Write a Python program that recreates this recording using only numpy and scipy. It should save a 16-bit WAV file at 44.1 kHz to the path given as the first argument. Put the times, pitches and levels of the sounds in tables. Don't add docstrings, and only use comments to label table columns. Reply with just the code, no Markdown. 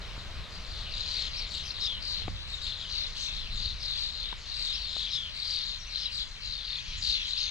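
import sys
import numpy as np
from scipy import signal
from scipy.fft import rfft, irfft
from scipy.io import wavfile
from scipy.ndimage import uniform_filter1d, map_coordinates

SR = 44100
rng = np.random.default_rng(int(sys.argv[2]) if len(sys.argv) > 2 else 0)


def master_out(mix):
    frames = np.transpose(np.atleast_2d(mix))
    ceiling = np.clip(frames, -1, 1)
    pcm = np.round(ceiling * 32767).astype(np.int16)
    wavfile.write(sys.argv[1], SR, pcm)


N = 330849


def gain_of(db):
    return 10 ** (np.asarray(db) / 20)


def evened(x):
    return x / np.sqrt(np.mean(abs(x) ** 2) + 1e-20)


def read(points):
    hz, value = np.transpose(points)
    bins_hz = np.fft.rfftfreq(N, 1 / SR)
    return np.interp(np.log(bins_hz + 1), np.log(np.maximum(hz, 0) + 1), value)


def level(rows):
    return gain_of(np.interp(np.arange(N) / SR, *np.transpose(rows)))


def filtered(x, gain):
    return irfft(rfft(x) * gain, N)


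def add(mix, s, sound):
    part = mix[..., max(round(s * SR), 0):][..., :sound.shape[-1]]
    part += sound[..., :part.shape[-1]]


def wander(size, hz):
    white = rng.standard_normal(3 * 2 ** 12)
    f = np.fft.rfftfreq(len(white), 1 / SR)
    smooth = irfft(rfft(white) * np.exp(-.5 * (f / hz) ** 2))
    return np.resize(evened(smooth), size)


def drift(step_s):
    chance = rng.standard_normal(1024)
    return np.interp(np.arange(N) / SR / step_s, np.arange(len(chance)), chance)


def noise(colour):
    # f/Hz, coherence (1 = the same on both sides)
    likeness = [(25, 0.44), (60, 0.98), (130, 0.93), (600, 0.86), (1300, 0.66), (2800, 0.81), (6000, 1),
                (8000, 0.89), (13000, 0.95)]
    left, other = rfft(rng.standard_normal((2, N)))
    same = np.clip(read(likeness), -1, 1)
    right = same * left + np.sqrt(1 - same ** 2) * other
    return evened(irfft(np.array([left, right]) * gain_of(read(colour)), N))


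def gusting():
    # t/s at the peak, half width/s, rise/dB
    gust_table = [(.39, 0.032, 6.5), (2.29, 0.097, 10), (3.58, 0.26, 7), (6.5, 0.071, 6), (7.0, 0.15, 9.5)]
    start_db, easing_db_per_s = -41, 0.93
    swell_db, swell_s = 0.5, .12
    t = np.arange(N) / SR
    gusts = sum(db * np.exp(-((t - s) / width) ** 2) for s, width, db in gust_table)
    return gain_of(start_db - easing_db_per_s * t + swell_db * drift(swell_s) + gusts)


def background(wash_db=3, air_db=-56):
    # f/Hz, relative level/dB
    rumble_colour = [(8, -15), (20, -0.5), (30, 2), (52, -3), (75, -6), (110, -14), (150, -18.5),
                     (180, -21.5), (250, -34), (500, -74)]
    # f/Hz, relative level/dB
    wash_colour = [(80, -21), (170, 7), (280, -1), (420, 1), (620, 3), (850, -1), (1100, 3.5), (1700, -0.5),
                   (2600, -1.5), (5000, -6.5), (9000, -30)]
    # f/Hz, relative level/dB
    air_colour = [(500, -47), (900, -0.5), (1100, 0.5), (2000, 6.5), (3500, -6.5), (5000, -16), (7500, -10),
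                  (8500, -14), (10800, -24), (12000, -28), (13500, -49)]
    # t/s, level/dB before wash_db is added
    wash_fade = [(0, -51.5), (1.3, -55.5), (7.5, -63.5)]
    rumble = gusting() * noise(rumble_colour)
    wash = gain_of(wash_db) * level(wash_fade) * noise(wash_colour)
    hiss = gain_of(air_db) * noise(air_colour)
    return rumble + wash + hiss


def knocks(edge_hz=3000, upper_ratio=1.6, upper_db=-9):
    # t/s, start level of the lower tone/dB, f/Hz, time to fall 60 dB/s, left above right/dB
    knock_table = [(0.165, -39, 1150, 0.016, 6), (0.179, -35, 270, 0.015, 4),
                   (1.786, -38, 1840, 0.0067, 18), (2.219, -34, 3100, .028, 7),
                   (2.279, -36, 754, .017, 20.5), (2.281, -25, 288, 0.016, 5),
                   (4.328, -33.5, 980, 0.016, 16), (4.966, -36, 730, 0.01, 14)]
    out = np.zeros((2, N))
    t = np.arange(2048) / SR
    soft = signal.butter(4, edge_hz, fs=SR)
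    for s, db, hz, t60, pan_db in knock_table:
        upper = gain_of(upper_db) * np.sin(2 * np.pi * hz * upper_ratio * t)
        edge = signal.lfilter(*soft, rng.standard_normal(len(t)) + upper)
        ring = (np.sin(2 * np.pi * hz * t) + edge) * gain_of(db - 60 * t / t60)
        add(out, s, gain_of([[pan_db / 2], [-pan_db / 2]]) * ring)
    return out


def warble_cycle(turns):
    strengths = (.75, .95, .65, .7)
    return evened(sum(a * np.sin(2 * np.pi * (k * turns + rng.random())) for k, a in enumerate(strengths, 1)))


def flutter(size, hz):
    return (wander(size, hz) + 1j * wander(size, hz)) / np.sqrt(2)


def chirp(length, first_hz, last_hz, db, depth_hz, crest, bright_db=-28, bend=1.5, late=0.5):
    warble_hz, jitter, stiffness, throb = 38, 0.554, 0.797, 0.28
    rasp, rasp_hz, hiss, hiss_hz, harsh_depth_hz = .36, 800, .12, 2300, 280
    shrill_hz, third_db, shrill_at = 900, -9, 0.29
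    size = int(length * SR)
    u = np.linspace(0, 1, size)
    warble_rate = warble_hz * rng.uniform(.92, 1.08) * (1 + 0.1199 * wander(size, 40.2))
    turns = np.cumsum(warble_rate) / SR
    swing = warble_cycle(turns)
    pulse = warble_cycle(turns)
    swing = evened(np.tanh(stiffness * (swing + jitter * wander(size, 324))))
    pitch_hz = first_hz + (last_hz - first_hz) * u ** bend + depth_hz * swing
    tone = np.exp(2j * np.pi * np.cumsum(pitch_hz) / SR)
    husk = rasp * flutter(size, rasp_hz) + hiss * flutter(size, hiss_hz)
    husk = husk * min(depth_hz / harsh_depth_hz, 1)
    strain = np.interp(u, [0, shrill_at, 1], [1, 1, 0])
    overtones = tone ** 2 + gain_of(third_db) * tone ** 3
    overtones = gain_of(bright_db) * strain * flutter(size, shrill_hz) * overtones
    voice = evened(((tone * (1 + husk) + overtones) * np.exp(throb * pulse)).real)
    swell = np.interp(u, [0, .08, crest, .92, 1], [0, .5, 1, late, 0])
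    return gain_of(db) * swell * voice


def shore(x, echo_db, t60):
    # f/Hz, level/dB
    shade = [(1000, -9), (2200, -5), (3000, -3), (3500, -8), (4200, -8.5), (5000, -7.5), (6200, -10.5),
             (7200, -8), (7900, -0.5)]
    # f/Hz, phase ahead/radians
    lead = [(0, -4), (1200, 3), (2400, 1.4), (4600, 1.5), (5400, 1.2), (7000, 0), (8500, -0.4)]
    # f/Hz, level/dB
    right_echo = [(2000, 5.5), (4200, -13.5), (6200, -1.5), (7400, -4), (8200, -15)]
    # f/Hz, level/dB
    mic_treble = [(5000, -0.5), (6800, -1.5), (7600, -5.5), (8200, -16), (10000, -22.5), (13000, -20)]
    drift_s, wheel_s, drift_below_hz = .00003, .15, 5250
    t = np.arange(SR // 2) / SR
    scattered = rng.standard_normal((2, len(t))) * (rng.random((2, len(t))) < .03) * (t > .006)
    taps = scattered * gain_of(-60 * t / t60)
    taps = taps / np.linalg.norm(taps, axis=1, keepdims=True)
    echoes = gain_of(echo_db) * signal.fftconvolve(x[None], taps, axes=1)[:, :N]
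    left = x + echoes[0]
    drifting = map_coordinates(left, [np.arange(N) + drift_s * SR * drift(wheel_s)], order=3)
    lower_part = 1 / (1 + (np.fft.rfftfreq(N, 1 / SR) / drift_below_hz) ** 20)
    drifting = left + filtered(drifting - left, lower_part)
    right = filtered(drifting, gain_of(read(shade)) * np.exp(1j * read(lead)))
    right = right + filtered(echoes[1], gain_of(read(right_echo)))
    return filtered(np.array([left, right]), gain_of(read(mic_treble)))


def far_flock(count=200, spread_db=2, flock_db=-3.0, low_hz=2200, high_hz=6400):
    # t/s, level/dB before flock_db is added
    flock_level = [(0, -42), (.45, -43.5), (1.05, -34.5), (2.4, -39), (3.1, -36), (4.35, -41), (4.7, -35.5),
                   (6.65, -40.5), (7.2, -29.5), (7.5, -37)]
    # f/Hz, relative level/dB
    flock_colour = [(1000, -42), (1800, -9.5), (2600, -4.5), (3400, -1), (4100, 3.5), (4600, -4),
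                    (5200, -8.5), (6500, -15), (8000, -2.5), (11000, -39)]
    birds = np.zeros(N)
    starts = np.linspace(-.1, N / SR, count)
    voices = (rng.random() + np.arange(count) * (np.sqrt(5) - 1) / 2) % 1
    chance = rng.uniform([0, .08, 219.5, -1.0], [.04, .18, 466.0, 1.6], (count, 4))
    pitches_hz = low_hz + (high_hz - low_hz) * voices
    for s, hz, (delay, length, depth_hz, size) in zip(starts, pitches_hz, chance):
        add(birds, s + delay, chirp(length, hz * 1.09, hz * .91, spread_db * size, depth_hz, crest=.15))
    both = filtered(shore(birds, echo_db=-3.5, t60=1.0), gain_of(read(flock_colour)))
    crowd = np.sqrt(abs(uniform_filter1d(both[0] ** 2, size=SR // 4)) + 1e-12)
    return gain_of(flock_db) * level(flock_level) * both / crowd


def pip(hz, db, length):
    t = np.arange(int(length * SR)) / SR
    return gain_of(db) * np.sin(2 * np.pi * hz * t) * signal.windows.tukey(len(t), .35)


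def whistle(length, end_hz, turn_hz, db, lean=1.15, waver=0.018, octave_db=-30):
    u = np.linspace(0, 1, int(length * SR))
    hz = end_hz + (turn_hz - end_hz) * np.sin(np.pi * u ** lean)
    phase = 2 * np.pi * np.cumsum(hz * (1 + waver * wander(len(u), 240))) / SR
    note = evened(np.sin(phase) + gain_of(octave_db) * np.sin(2 * phase))
    return gain_of(db) * note * signal.windows.tukey(len(u), .2)


def slurred_call(burst_db, slur_db):
    call = np.zeros(SR // 3)
    add(call, 0, chirp(0.083, 4950, 4600, burst_db, depth_hz=457, crest=.85, bright_db=-24))
    add(call, 0, chirp(.21, 4200, 2960, slur_db, depth_hz=160, crest=0.23, bright_db=-24.5, bend=0.76, late=0.16))
    return call


def buzz(length, hz, db, bright_db, above=.4):
    sag_hz_per_s = 3000
    usual_depth_hz, usual_db, usual_hz = 278, -32, 4016
    deeper_hz_per_db, deeper_with_pitch = 3, 0.18
    sag = sag_hz_per_s * length
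    depth_hz = usual_depth_hz + deeper_hz_per_db * (db - usual_db)
    depth_hz += deeper_with_pitch * max(hz - usual_hz, 0)
    return chirp(length, hz + above * sag, hz - (1 - above) * sag, db, depth_hz, crest=0.51, bright_db=bright_db)


def near_birds(chirp_db=-0.45, bounce=0.3, shrill_db=3):
    # t/s, length/s, f/Hz, level/dB before chirp_db, overtones/dB before shrill_db
    chirp_table = [(0.183, 0.04, 3950, -41.5, -30), (0.518, 0.074, 4370, -41.5, -11),
                   (0.677, 0.26, 4140, -40, -16), (0.893, 0.22, 4096, -34, -25),
                   (1.046, 0.25, 4145, -29, -21.5), (1.164, .16, 3425, -38.5, -10),
                   (1.33, 0.16, 4140, -34.5, -19), (1.496, 0.14, 4070, -32.5, -11),
                   (1.628, 0.11, 5230, -38, -9), (1.734, 0.15, 4040, -36, -20),
                   (2.007, 0.24, 4170, -29.5, -21), (2.466, .15, 4000, -36.5, -13),
                   (2.605, 0.15, 3970, -30.5, -16.5), (2.723, .2, 3496, -37.5, -35),
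                   (2.891, 0.2, 4100, -28.5, -29), (3.146, 0.21, 3960, -31.5, -13.5),
                   (3.16, 0.15, 5660, -39.5, -26), (3.318, 0.13, 3850, -33.5, -22),
                   (3.505, 0.14, 3950, -34.5, -20), (3.571, .17, 4150, -30, -30),
                   (3.8, 0.076, 4520, -34, -18), (3.822, 0.18, 3944, -29, -27),
                   (3.941, 0.18, 4070, -28.5, -21), (4.1, 0.25, 3872, -32, -43),
                   (4.462, 0.11, 4050, -34, -28), (4.525, .27, 4047, -28.5, -17),
                   (4.749, .18, 4105, -32.5, -24), (4.902, .21, 3850, -29, -22),
                   (5.335, .15, 4076, -33, -16.5), (5.43, .23, 4210, -27.5, -20),
                   (5.603, .18, 4080, -31, -41), (5.883, 0.22, 3980, -32.5, -25),
                   (5.968, 0.12, 4760, -35, -38), (6.011, 0.13, 2986, -40.5, -29),
                   (6.105, 0.14, 4265, -31, -15), (6.176, 0.072, 3710, -30, -29),
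                   (6.399, 0.27, 4095, -32.5, -43), (6.632, .19, 4096, -30.5, -45),
                   (7.01, .18, 4193, -24, -21), (7.14, 0.15, 3670, -32.5, -34),
                   (7.263, 0.13, 3966, -31.5, -19), (7.354, .15, 4060, -26, -28)]
    # t/s, burst level/dB, slur level/dB, both before chirp_db
    slurred_table = [(1.798, -32, -27.5), (5.098, -33.5, -28)]
    # t/s, length/s, f at the ends/Hz, f at the turn/Hz, level/dB before the shore
    whistle_table = [(1.354, 0.062, 4100, 5580, -37), (4.725, 0.043, 4120, 5360, -35.5),
                     (4.742, 0.046, 4160, 5740, -43), (5.785, 0.059, 6000, 5480, -46),
                     (5.865, .03, 5400, 6180, -47.5), (6.402, .13, 2650, 2740, -55),
                     (6.75, .08, 2520, 2470, -48), (6.921, 0.088, 2480, 2550, -49),
                     (7.372, 0.042, 4200, 5400, -36), (7.394, 0.107, 6480, 6260, -44.5)]
    # t/s, f/Hz, peak level/dB before the shore, length/s
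    pip_table = [(1.004, 3970, -27, 0.013), (1.705, 4180, -25, 0.0088), (2.54, 3750, -25, 0.01),
                 (2.813, 3930, -26.5, 0.0033), (3.653, 4400, -26, 0.0096), (5.424, 3910, -24.5, 0.0092),
                 (5.9578, 4030, -19, .0045), (5.972, 4040, -23, 0.0038), (6.056, 3900, -24, 0.014),
                 (7.332, 4060, -20.5, 0.0071)]
    birds = np.zeros(N)
    calls = []
    for s, length, hz, db, bright_db in chirp_table:
        calls.append((s, buzz(length, hz, db, bright_db + shrill_db)))
    for s, burst_db, slur_db in slurred_table:
        calls.append((s, slurred_call(burst_db, slur_db)))
    for s, call in calls:
        direct = gain_of(chirp_db) * call
        add(birds, s, direct)
        add(birds, s + rng.uniform(.003, .012), bounce * direct)
    for s, *shape in whistle_table:
        add(birds, s, whistle(*shape))
    for s, *shape in pip_table:
        add(birds, s, pip(*shape))
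    return shore(birds, echo_db=-15, t60=0.26)


def scene():
    return background() + knocks() + near_birds() + far_flock()


def record(dry):
    low_pass = signal.firwin(511, 13400, window=("kaiser", 9), fs=SR)
    return signal.oaconvolve(dry, low_pass[None], "same")


dry = scene()
out = record(dry)
master_out(out)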